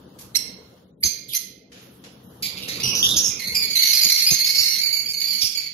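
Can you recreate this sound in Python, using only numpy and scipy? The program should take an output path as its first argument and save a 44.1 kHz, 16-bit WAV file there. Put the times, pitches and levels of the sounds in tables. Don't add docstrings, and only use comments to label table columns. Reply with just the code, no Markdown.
import sys
import numpy as np
from scipy import signal
from scipy.fft import rfft, irfft
from scipy.io import wavfile
from scipy.ndimage import uniform_filter1d, minimum_filter1d

SR = 44100
rng = np.random.default_rng(int(sys.argv[2]) if len(sys.argv) > 2 else 0)


def magnitude_from_level(level_db):
    exponent = np.asarray(level_db, float) / 20
    return 10 ** exponent


def wav_record(signal):
    frames = np.transpose(np.atleast_2d(signal))
    bounded = np.clip(frames, -1, 1)
    quanta = np.round(bounded * 32767).astype(np.int16)
    wavfile.write(sys.argv[1], SR, quanta)


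N = 252693

# (time [s], peak level [dB], pitch [Hz], beak resonance [Hz], length [s])
CALLS = [(0.346, -11.5, 2000, 3950, 0.012), (0.3514, -3, 2123, 4300, 0.01),
         (0.356, -10.5, 1990, 5830, 0.011), (0.3625, -4.5, 2762, 5700, 0.015),
         (1.025, -19, 2113, 2156, 0.012), (1.032, -1, 2361, 4800, 0.012), (1.038, -7.5, 2140, 5860, 0.032),
         (1.052, -16, 2500, 5100, 0.03), (1.287, -29, 3537, 3400, 0.096), (1.33, -17, 2352, 4400, 0.021),
         (1.342, -15.5, 2066, 5430, 0.03), (1.359, -14, 2102, 6150, 0.023), (2.422, -17, 2446, 4680, 0.052),
         (3.158, -15, 2484, 4900, 0.023), (2.427, -25.5, 2334, 2700, 0.043),
         (3.029, -15.5, 2773, 5500, 0.076), (3.162, -7.5, 3260, 5850, 0.034),
         (3.166, -10.5, 2754, 5700, 0.058), (3.224, -15.5, 3180, 6600, 0.089),
         (3.849, -17, 2920, 6000, 0.15), (4.103, -16.5, 2844, 5570, 0.12), (4.458, -15, 2536, 5400, 0.059),
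         (4.546, -16, 2622, 5000, 0.12), (4.03, -4.5, 2363, 5370, 0.011), (4.041, 1, 2200, 6000, 0.014),
         (3.543, -14.5, 2500, 5500, 0.049), (4.963, -12.5, 2235, 4470, 0.011),
         (5.013, -18, 2250, 4480, 0.01), (5.327, -15, 2180, 4400, 0.021), (4.302, -4, 2500, 4800, 0.015),
         (4.304, -8.5, 2122, 6100, 0.048), (4.573, -18.5, 2755, 4960, 0.13),
         (4.698, -16.5, 2801, 5600, 0.066), (5.407, -16, 2752, 5700, 0.08)]
# (time [s], peak level [dB], pitch [Hz], glide [semitones], beak resonance [Hz])
SQUAWK_CALLS = [(2.57, -25.5, 2510, -0.7, 4030), (2.62, -27.5, 2917, -1, 4000),
                (2.678, -24.5, 2246, 2, 4370), (2.801, -21, 2550, 3, 4300), (2.834, -15, 2850, 0.9, 5040),
                (2.93, -19, 2653, 1.5, 3060), (2.951, -14.5, 2912, 0.1, 5120), (3.028, -7, 3323, 1.4, 3250),
                (3.09, -14, 3563, 0.5, 4300), (3.165, -28, 2390, -2, 5240), (3.241, -13, 2716, -1.5, 5740),
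                (3.304, -35, 2442, 1, 2400)]
# (time [s], peak level [dB], second harmonic [Hz], left minus right [dB])
CHATTER_CALLS = [(3.3958, -21, 4310, -14), (3.4172, -20.5, 4120, -1.5), (3.473, -14, 4178, -10),
                 (3.4951, -18.5, 4220, 1), (3.5499, -11.5, 4724, -12), (3.5904, -18, 4840, 4),
                 (3.6233, -11, 4450, -13.5), (3.6735, -20, 4280, -2), (3.7033, -12, 4530, -16),
                 (3.7545, -7.5, 4092, -11.5), (3.8902, -8.5, 4250, -9), (3.9325, -10.5, 4900, -11.5),
                 (3.9715, -10.5, 4200, -7), (4.0143, -7.5, 4644, -4), (4.0461, -12, 4704, 0),
                 (4.0962, -8, 4510, -7), (4.1175, -14, 4424, -2), (4.1759, -10.5, 4660, -2),
                 (4.2211, -9, 4220, -5), (4.2659, -5, 4880, 1), (4.3068, -16, 5060, -7),
                 (4.3912, -9, 4280, -3), (4.4415, -8, 4477, 0), (4.4909, -12, 4365, 0),
                 (4.5198, -18, 4420, -8), (4.549, -11, 4315, -1), (4.5838, -8, 4420, -9),
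                 (4.6248, -15, 4430, 1), (4.6594, -10.5, 4230, -3.5), (4.7517, -18, 4126, -6),
                 (4.7906, -12.5, 4310, 6), (4.8345, -12, 4555, -7), (4.8607, -12.5, 4473, -4),
                 (4.9059, -16, 4220, 4), (4.9288, -12, 4533, -5.5), (4.9665, -19.5, 4450, -12.5),
                 (5.0185, -24, 4530, 5), (5.057, -17, 4530, 3), (5.087, -15.5, 4800, 7),
                 (5.215, -10.5, 4420, 1.5), (5.27, -16.5, 4625, 1), (5.306, -12.5, 4420, 1),
                 (5.326, -22, 4253, -15), (5.3494, -18, 4450, -6.5), (5.4188, -8.5, 4674, -9),
                 (5.4787, -24, 5170, 1), (5.55, -12.5, 4430, 4), (5.5743, -18, 4510, -22),
                 (5.5987, -21.5, 4880, 10), (5.69, -47, 4560, 10)]
# (time [s], peak level [dB], second harmonic [Hz],
# left minus right [dB])
MORE_CHATTER_CALLS = [
    (3.4382, -19.5, 4340, 3),
    (4.0782, -17, 4670, -8),
    (4.3337, -17.5, 4280, 5),
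    (4.473, -7.5, 4360, -8),
    (4.7128, -18, 4260, -10),
    (4.8151, -12, 4400, -2),
    (5.1341, -18.5, 4395, 5),
    (5.2047, -15.5, 4700, -14),
    (5.4447, -17, 5020, -15),
]
# (start [s], end [s], peak level [dB], second harmonic [Hz])
RATTLE_RUNS = [
    (3.754, 3.92, -10, 4152),
    (3.931, 4.2, -8, 4290),
    (4.212, 4.5, -13.5, 4353),
    (4.51, 4.8, -15, 4327),
]
# (time [s], facing left minus right [dB], shrillness [dB],
# warble depth [share of pitch], fundamental level [dB])
FLOCK_MOOD = [(.35, -11, 3, 0.031, -12.5), (.365, -10, 11, 0.022, -23), (1.03, -3.5, 8.5, 0.024, -20.5),
              (1.045, -3.5, -10.5, 0.038, -17), (1.29, -8.5, -14, 0.073, 6), (1.34, -4, 7, 0.036, -2.5),
              (2.43, -3.5, 2, 0.066, -16), (2.7, -6, 3, 0.084, 16), (2.85, -2.5, 1.5, 0.043, 3.5),
              (3.17, -3, 5, 0.047, -21), (3.24, -5.5, 1, 0.031, -41), (3.4, -8, 11.5, 0.035, 15),
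              (3.56, 0, 6.5, 0.032, 5), (3.72, 1.5, 2.5, 0.0246, 0), (3.77, -4, 5.5, 0.035, -8),
              (4.75, -5, 4.5, 0.031, -8), (4.83, -11, 1.5, 0.016, 0), (5.38, -11.5, 5, 0.033, -18),
              (5.41, -6, 4.5, 0.05, -37), (5.56, -10.5, 1.5, 0.029, 1)]
# (time [s], level [dB])
BREATH = [(.36, -6.5), (1.03, -6), (1.05, 27), (1.3, 29), (1.345, 10), (2.43, 5.5), (3.0, -5), (3.4, -25),
          (3.8, 4), (4.7, 0), (5.3, -0.5), (5.6, -3)]
# (time [s], level [dB])
DISTANCE = [(.35, -5), (1.04, -1.5), (1.34, -4), (2.43, 1.5), (2.9, 2), (3.17, -3.5), (3.5, 0), (4.0, -2),
            (4.6, -1.5), (5.1, 0.5), (5.6, 0)]
# (time [s], peak level [dB], length [s], centre [Hz], spread [octaves])
FEATHERS = [(0.187, -40.5, 0.065, 10200, 1.6), (1.007, -46, 0.063, 11000, 0.25),
            (2.426, -27, 0.0048, 10000, 1.3), (1.285, -40.5, 0.065, 11330, 0.54),
            (1.718, -50, 0.14, 3100, 1.18), (1.816, -53.5, 0.05, 12800, 0.32),
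            (1.906, -59.5, 0.094, 11000, 0.34), (2.684, -26, 0.011, 5100, 1),
            (2.038, -47, 0.039, 3040, 1.14), (2.12, -63, 0.045, 10600, 0.32),
            (2.23, -57.5, 0.25, 13000, 0.7)]
# (frequency [Hz], time to fade by 60 dB [s])
WALL_FADE = [(1000, 0.76), (2640, 0.72), (6960, 0.4), (13000, 0.32)]
# (time [s], peak level [dB], frequency [Hz], length [s])
PORT_PUFFS = [
    (1.043, -30, 90, .045),
    (4.046, -30, 130, .04),
    (4.310, -25, 130, .04),
    (5.425, -38, 80, .05),
    (4.595, -44, 70, .04),
]
# (time [s], level [dB])
STIRRED_AIR = [(0.0, -49), (0.108, -48.5), (0.51, -48.5), (0.809, -52), (1.047, -52.5), (1.26, -52.5),
               (1.6, -53), (1.791, -51), (2.221, -49.5), (2.47, -45.5), (2.62, -44), (2.95, -36.5),
               (3.171, -38.5), (3.42, -46), (3.622, -44), (3.91, -52.5), (4.802, -51.5), (5.73, -55.5)]
# (stir level [dB], rush level [dB])
UPPER_RUSH = [(-52, -86.5), (-52.5, -65), (-30, -37.5)]
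# (frequency [Hz], level [dB per Hz])
ROOM_HISS = [(754, -102.5), (3070, -8), (6360, -16.5), (15000, -19.5)]
# (frequency [Hz], width [Hz], level [dB])
ROOM_MODES = [(65.5, 25, 1), (126.6, 8.4, 19), (189.7, 13, 15.5), (269, 73, 4), (482, 73, 4.5)]
# (frequency [Hz], likeness [0 to 1])
LIKENESS = [(60, 0.96), (240, 1), (950, 0.017), (3760, 0.045), (14900, 0.14)]
# (frequency [Hz], level [dB])
MIC_TONE = [(100, -24.5), (1500, 5.5), (3000, 4), (6700, 4), (7150, 0), (8400, -5), (9400, -3),
            (10800, 2.5), (12000, 4), (13000, -1), (14200, -8.5), (15400, -30.5)]

SAG_SEMITONES_PER_S = -6.5
WILD_PER_S = 3.2
HALF_DB, HALF_DB_PER_DOUBLING = -9.5, 5.5
SQUAWK_SHARE = 0.856
SYLLABLE_S, LONGEST_S, VOICED_SHARE = 0.034, 0.15, 0.91
CHATTER_DB, TIRING_DB_PER_S, UNEVEN_DB, UNEVEN_PITCH = 0.5, -23, 1.5, 0.0123
FLICK = 0.025
USUAL_HZ, LINGER = 4420, 0.35
TURN_GAIN, USUAL_PAN_DB = 0.79, -5
RATTLE_S, RATTLE_SHARE = 0.019, 0.74
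RATTLE_UNEVEN_DB, RATTLE_UNEVEN_PITCH = 3, 0.016
BEAT_DB, BEAT_GROWTH = -55, 1.6


def evened(x):
    return x / np.sqrt(np.mean(x ** 2) + 1e-20)


def read(points, hz):
    f, value = np.transpose(points)
    return np.interp(np.log(hz + 1), np.log(f + 1), value)


def at_time(rows, s):
    times, *columns = np.transpose(rows)
    return [np.interp(s, times, c) for c in columns]


def add(mix, s, sound):
    part = mix[..., round(s * SR):][..., :sound.shape[-1]]
    part += sound[..., :part.shape[-1]]


def shaped(x, gain):
    size = x.shape[-1]
    return irfft(rfft(x) * gain(np.fft.rfftfreq(size, 1 / SR)), size)


def bell(hz, octaves):
    return lambda f: np.exp(-(np.log2(f / hz + 1e-6) / octaves) ** 2 / 2)


def wander(size, hz):
    seed = rng.standard_normal(8192)
    return evened(shaped(seed, lambda f: np.exp(-(f / hz) ** 2)))[:size]


def tilted(left_db, right_db):
    return magnitude_from_level(np.array([[left_db], [right_db]]))


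def syllable(s, db, hz, glide, beak_hz, length, throb, flick=0, wild=0):
    t = np.arange(int(np.clip(length, 0.006, 0.18) * SR)) / SR
    size = len(t)
    u = t / t[-1]
    pan, shrill_db, warble, base_db = at_time(FLOCK_MOOD, s)
    half_db = HALF_DB + HALF_DB_PER_DOUBLING * np.log2(abs(warble) / 0.029)
    warble = warble * (1 + wild)

    beat = np.cumsum(250 * (1 + 0.22 * wander(size, 60))) / SR + rng.random()
    pitch = hz * 2 ** (glide * (u - 0.5) / 12) * (1 + flick * np.exp(-t / 0.017))
    sway = np.sin(2 * np.pi * beat) + 0.4 * wander(size, 45) + 0.3 * wander(size, 700)
    pitch = pitch * (1 + warble * sway)
    turns = np.cumsum(pitch) / SR

    k = np.arange(2, 15)[:, None] / 2
    f = k * pitch
    beak = 1 / (1 + ((f - beak_hz) / 900) ** 2)
    folds = magnitude_from_level(base_db * (k == 1) + 1.0 * (k == 3) + shrill_db * (f > 8000)) * magnitude_from_level(-19.5)
    uneven = np.where(k % 1 > 0, magnitude_from_level(half_db) * wander(size, 990), 1)
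    waves = np.cos(2 * np.pi * k * turns + k * k)
    voice = ((beak + folds) * uneven * (f < 16000) * waves).sum(0)
    voice = evened(voice) + magnitude_from_level(-22.5) * rng.standard_normal(8192)[:size]
    rasp = evened(shaped(rng.standard_normal(8192), bell(12400, 0.28)))[:size]
    voice = voice + magnitude_from_level(shrill_db - 17.0 + at_time(BREATH, s)[0]) * rasp

    pulse = 1 + throb * (np.cos(2 * np.pi * beat + 0.13) + 0.5 * wander(size, 110))
    shape = np.minimum(t / 0.005, 1) * np.minimum((t[-1] - t) / 0.004, 1) * magnitude_from_level(-4 * u)
    sound = magnitude_from_level(db - 13.0) * voice * pulse * shape
    lag = rng.integers(4, 36)
    ports = np.array([np.pad(sound, (lag, 48 - lag)), np.pad(sound, (30, 18))])
    return ports * tilted(pan / 2, -pan / 2)


def single_calls(out):
    for s, db, hz, beak_hz, length in CALLS:
        wild = WILD_PER_S * max(length - SYLLABLE_S, 0)
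        glide = SAG_SEMITONES_PER_S * length
        add(out, s, syllable(s, db, hz, glide, beak_hz, length, throb=0.37, wild=wild))


def squawks(out):
    gaps = np.minimum(np.diff([r[0] for r in SQUAWK_CALLS], append=N / SR), 0.14)
    for row, gap in zip(SQUAWK_CALLS, gaps):
        add(out, row[0] - 0.004, syllable(*row, SQUAWK_SHARE * gap, throb=0.94))


def chatter(out):
    rows = sorted(CHATTER_CALLS + MORE_CHATTER_CALLS)
    lengths = np.minimum(np.diff([r[0] for r in rows], append=N / SR), LONGEST_S)
    luck = np.clip(rng.standard_normal((len(rows), 8, 2)), -2, 2)
    for (start, db, hz, pan), length, chance in zip(rows, lengths, luck):
        count = max(round(length / SYLLABLE_S), 1)
        turn_db = TURN_GAIN * (pan - USUAL_PAN_DB)
        for k in range(count):
            since = k * length / count
            level_db = db + CHATTER_DB + TIRING_DB_PER_S * since + UNEVEN_DB * chance[k, 0] * (k > 0)
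            note = USUAL_HZ + LINGER ** k * (hz - USUAL_HZ)
            note = note * (1 + UNEVEN_PITCH * chance[k, 1] * (k > 0))
            sound = syllable(start, level_db, note / 2, 0, note * (1 + FLICK),
                             VOICED_SHARE * length / count, throb=0.34, flick=FLICK)
            add(out, start + since - 0.004, sound * tilted(turn_db / 2, -turn_db / 2))


def flock():
    out = np.zeros((2, N))
    single_calls(out)
    squawks(out)
    chatter(out)
    return out


def rattle():
    out = np.zeros((2, N))
    for start, end, db, hz in RATTLE_RUNS:
        times = np.arange(start, end, RATTLE_S)
        for s, chance in zip(times, np.clip(rng.standard_normal((20, 3)), -2, 2)):
            note = hz * (1 + RATTLE_UNEVEN_PITCH * chance[1])
            level_db = db + RATTLE_UNEVEN_DB * chance[0]
            bead = syllable(s, level_db, note / 2, 0, note, RATTLE_SHARE * RATTLE_S, throb=0.48)
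            add(out, s + 0.0028 * chance[2], bead)
    return out


def rustles():
    out = np.zeros((2, N))
    t = np.arange(8192) / SR
    for s, db, length, hz, spread in FEATHERS:
        noise = rng.standard_normal((2, 8192)) * magnitude_from_level(2.0 * wander(8192, 190))
        noise = evened(shaped(noise, bell(hz, spread)))
        add(out, s, magnitude_from_level(db - 2.5) * noise * np.minimum(t / 0.001, 1) * np.exp(-(t / length) ** 2))
    return out


def puffs():
    out = np.zeros((2, N))
    t = np.arange(4096) / SR
    for s, db, hz, length in PORT_PUFFS:
        noise = rng.standard_normal(4096) + 1.1 * rng.standard_normal((2, 4096))
        noise = shaped(noise, lambda f: (f / hz) ** 3 / (1 + (f / hz) ** 4.73))
        age = t / length * 4
        add(out, s, magnitude_from_level(db - 6.0) * evened(noise) * age * np.exp(1 - age))
    return out * tilted(5.5, -13)


def room(x):
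    out = np.zeros((2, N))
    turn = np.arange(N) / SR * 7.3
    for k in range(3):
        taps = np.zeros((2, SR))
        at = np.arange(200, SR - 20, 20) + rng.integers(0, 20, (2, (SR - 201) // 20))
        np.put_along_axis(taps, at, rng.choice([-1., 1.], at.shape), 1)
        hz, t, z = signal.stft(taps, SR, nperseg=256)
        fade = magnitude_from_level(-60 * t / read(WALL_FADE, hz)[:, None])
        tail = signal.istft(z * fade, SR, nperseg=256)[1]
        share = np.sqrt(2 / 3) * np.cos(np.pi * (turn + k) / 3)
        out += signal.fftconvolve((x * share)[None], tail / np.linalg.norm(tail[0]), axes=1)[:, :N]
    return out


def patchy_noise():
    frames, hz = N // 256 + 5, np.fft.rfftfreq(1024, 1 / SR)
    a, b, c, d, patches = rng.standard_normal((frames, 513, 5)).T
    patches = evened(uniform_filter1d(uniform_filter1d(patches, 6, 0), 5, 1))
    same = np.clip(read(LIKENESS, hz), -1, 1)[:, None]
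    left = a + 1j * b
    right = same * left + np.sqrt(1 - same ** 2) * (c + 1j * d)
    z = np.array([left, right]) * magnitude_from_level(2.17 * patches)
    return signal.istft(z, nperseg=1024, noverlap=768)[1][:, :N]


def mode_gain(f):
    modes = 0.031 + sum(magnitude_from_level(db) / np.hypot(1, 2 * (f - m) / w) for m, w, db in ROOM_MODES)
    return modes * (f ** 2 / (f ** 2 + 54 ** 2)) ** 4 / np.hypot(1, (f / 620) ** 4)


def air():
    noise = patchy_noise()
    low = evened(shaped(noise, mode_gain))
    upper = evened(shaped(noise, bell(1000, 0.6)))
    hiss = evened(shaped(noise, lambda f: magnitude_from_level(read(ROOM_HISS, f)) * (f > 700)))
    thud = evened(shaped(noise, bell(74, 0.33)))

    t = np.arange(N) / SR
    s, stir_db = np.transpose(STIRRED_AIR)
    low_db = np.interp(t, s, stir_db)
    upper_db = np.interp(t, s, np.interp(stir_db, *np.transpose(UPPER_RUSH)))
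    flaps_db = 2.5 * np.resize(wander(8192, 40), N)
    thud = thud * magnitude_from_level(BEAT_DB + BEAT_GROWTH * (low_db + 42.5) + flaps_db)
    moving = thud + low * magnitude_from_level(low_db) + upper * magnitude_from_level(upper_db)
    return moving * tilted(1.2, -1.2) + hiss * (magnitude_from_level(-84.5) + magnitude_from_level(np.minimum(upper_db, -62) + 1.0))


def mic_gain(f):
    side = np.array([[-1.5], [1.5]]) * np.clip(np.log2(f / 4000 + 1e-6), -1, 1)
    return magnitude_from_level(read(MIC_TONE, f) + side)


def scene():
    near = flock() + rattle() + rustles()
    to_walls = near.mean(0) * magnitude_from_level(at_time(DISTANCE, np.arange(N) / SR)[0])
    wet = room(to_walls) * tilted(0, 0) * np.array([[0.5], [1.5]])
    return shaped(near + wet, mic_gain) + air() + puffs()


def outline(z, size):
    power = uniform_filter1d(abs(z) ** 2, size, 1)
    return np.sqrt(abs(uniform_filter1d(power, size=5, axis=2))) + 1e-9


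def rebuilt_treble(x):
    z = signal.stft(x, SR, nperseg=256, noverlap=192)[2]
    moved = np.roll(z, 44, axis=1)
    moved = moved / outline(moved, size=3) ** 0.5
    noise = signal.stft(rng.standard_normal(x.shape), SR, nperseg=256, noverlap=192)[2]
    fill = moved / outline(moved, size=15) + magnitude_from_level(-6) * evened(abs(noise)) * noise / abs(noise)
    high = np.arange(z.shape[1])[:, None] >= 50
    z = np.where(high, magnitude_from_level(0.5) * fill * outline(z, size=9), z)
    return signal.istft(z, SR, nperseg=256, noverlap=192)[1][:, :N]


def starved(x, under_db, valley_db, quiet_db, fickle_db):
    hz, t, z = signal.stft(x, SR, nperseg=1024, noverlap=768)
    band = np.maximum(np.log2(1 + hz / 2500) * 13, hz / 350 - 6).astype(int)
    power = np.array([(abs(z[:, band == b]) ** 2).mean((0, 1)) for b in range(band.max() + 1)])
    level = 10 * np.log10(uniform_filter1d(power, size=7, axis=1) + 1e-20)
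    luck = evened(uniform_filter1d(rng.standard_normal(level.shape), size=12, axis=1))
    neighbour = -minimum_filter1d(-level, size=9, axis=0)
    loudest = level.max(0) - under_db
    spared_db = np.interp(np.arange(len(level)), [9, 11, 24, 25, 28, 30], [7, 1, 1, -4, -4, 3])[:, None]
    hidden = np.maximum(loudest, neighbour - valley_db) - spared_db + fickle_db * luck
    bar = np.maximum(hidden, quiet_db + luck)
    kept = (level > bar)[band] | (hz[:, None] < 900)
    return signal.istft(z * kept, SR, nperseg=1024, noverlap=768)[1][:, :N]


def band_limit(x):
    return signal.sosfilt(signal.butter(12, 15540, fs=SR, output="sos"), x)


def record(dry):
    soft = 0.85 * np.tanh(dry / 0.85)
    thinned = starved(rebuilt_treble(soft), under_db=31, valley_db=20.3, quiet_db=-103, fickle_db=3.5)
    edge = signal.firwin(511, 15750, window=("kaiser", 9), fs=SR)[None]
    mix = signal.oaconvolve(thinned, edge, "same")
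    return band_limit(mix)


dry = scene()
out = record(dry)
wav_record(out)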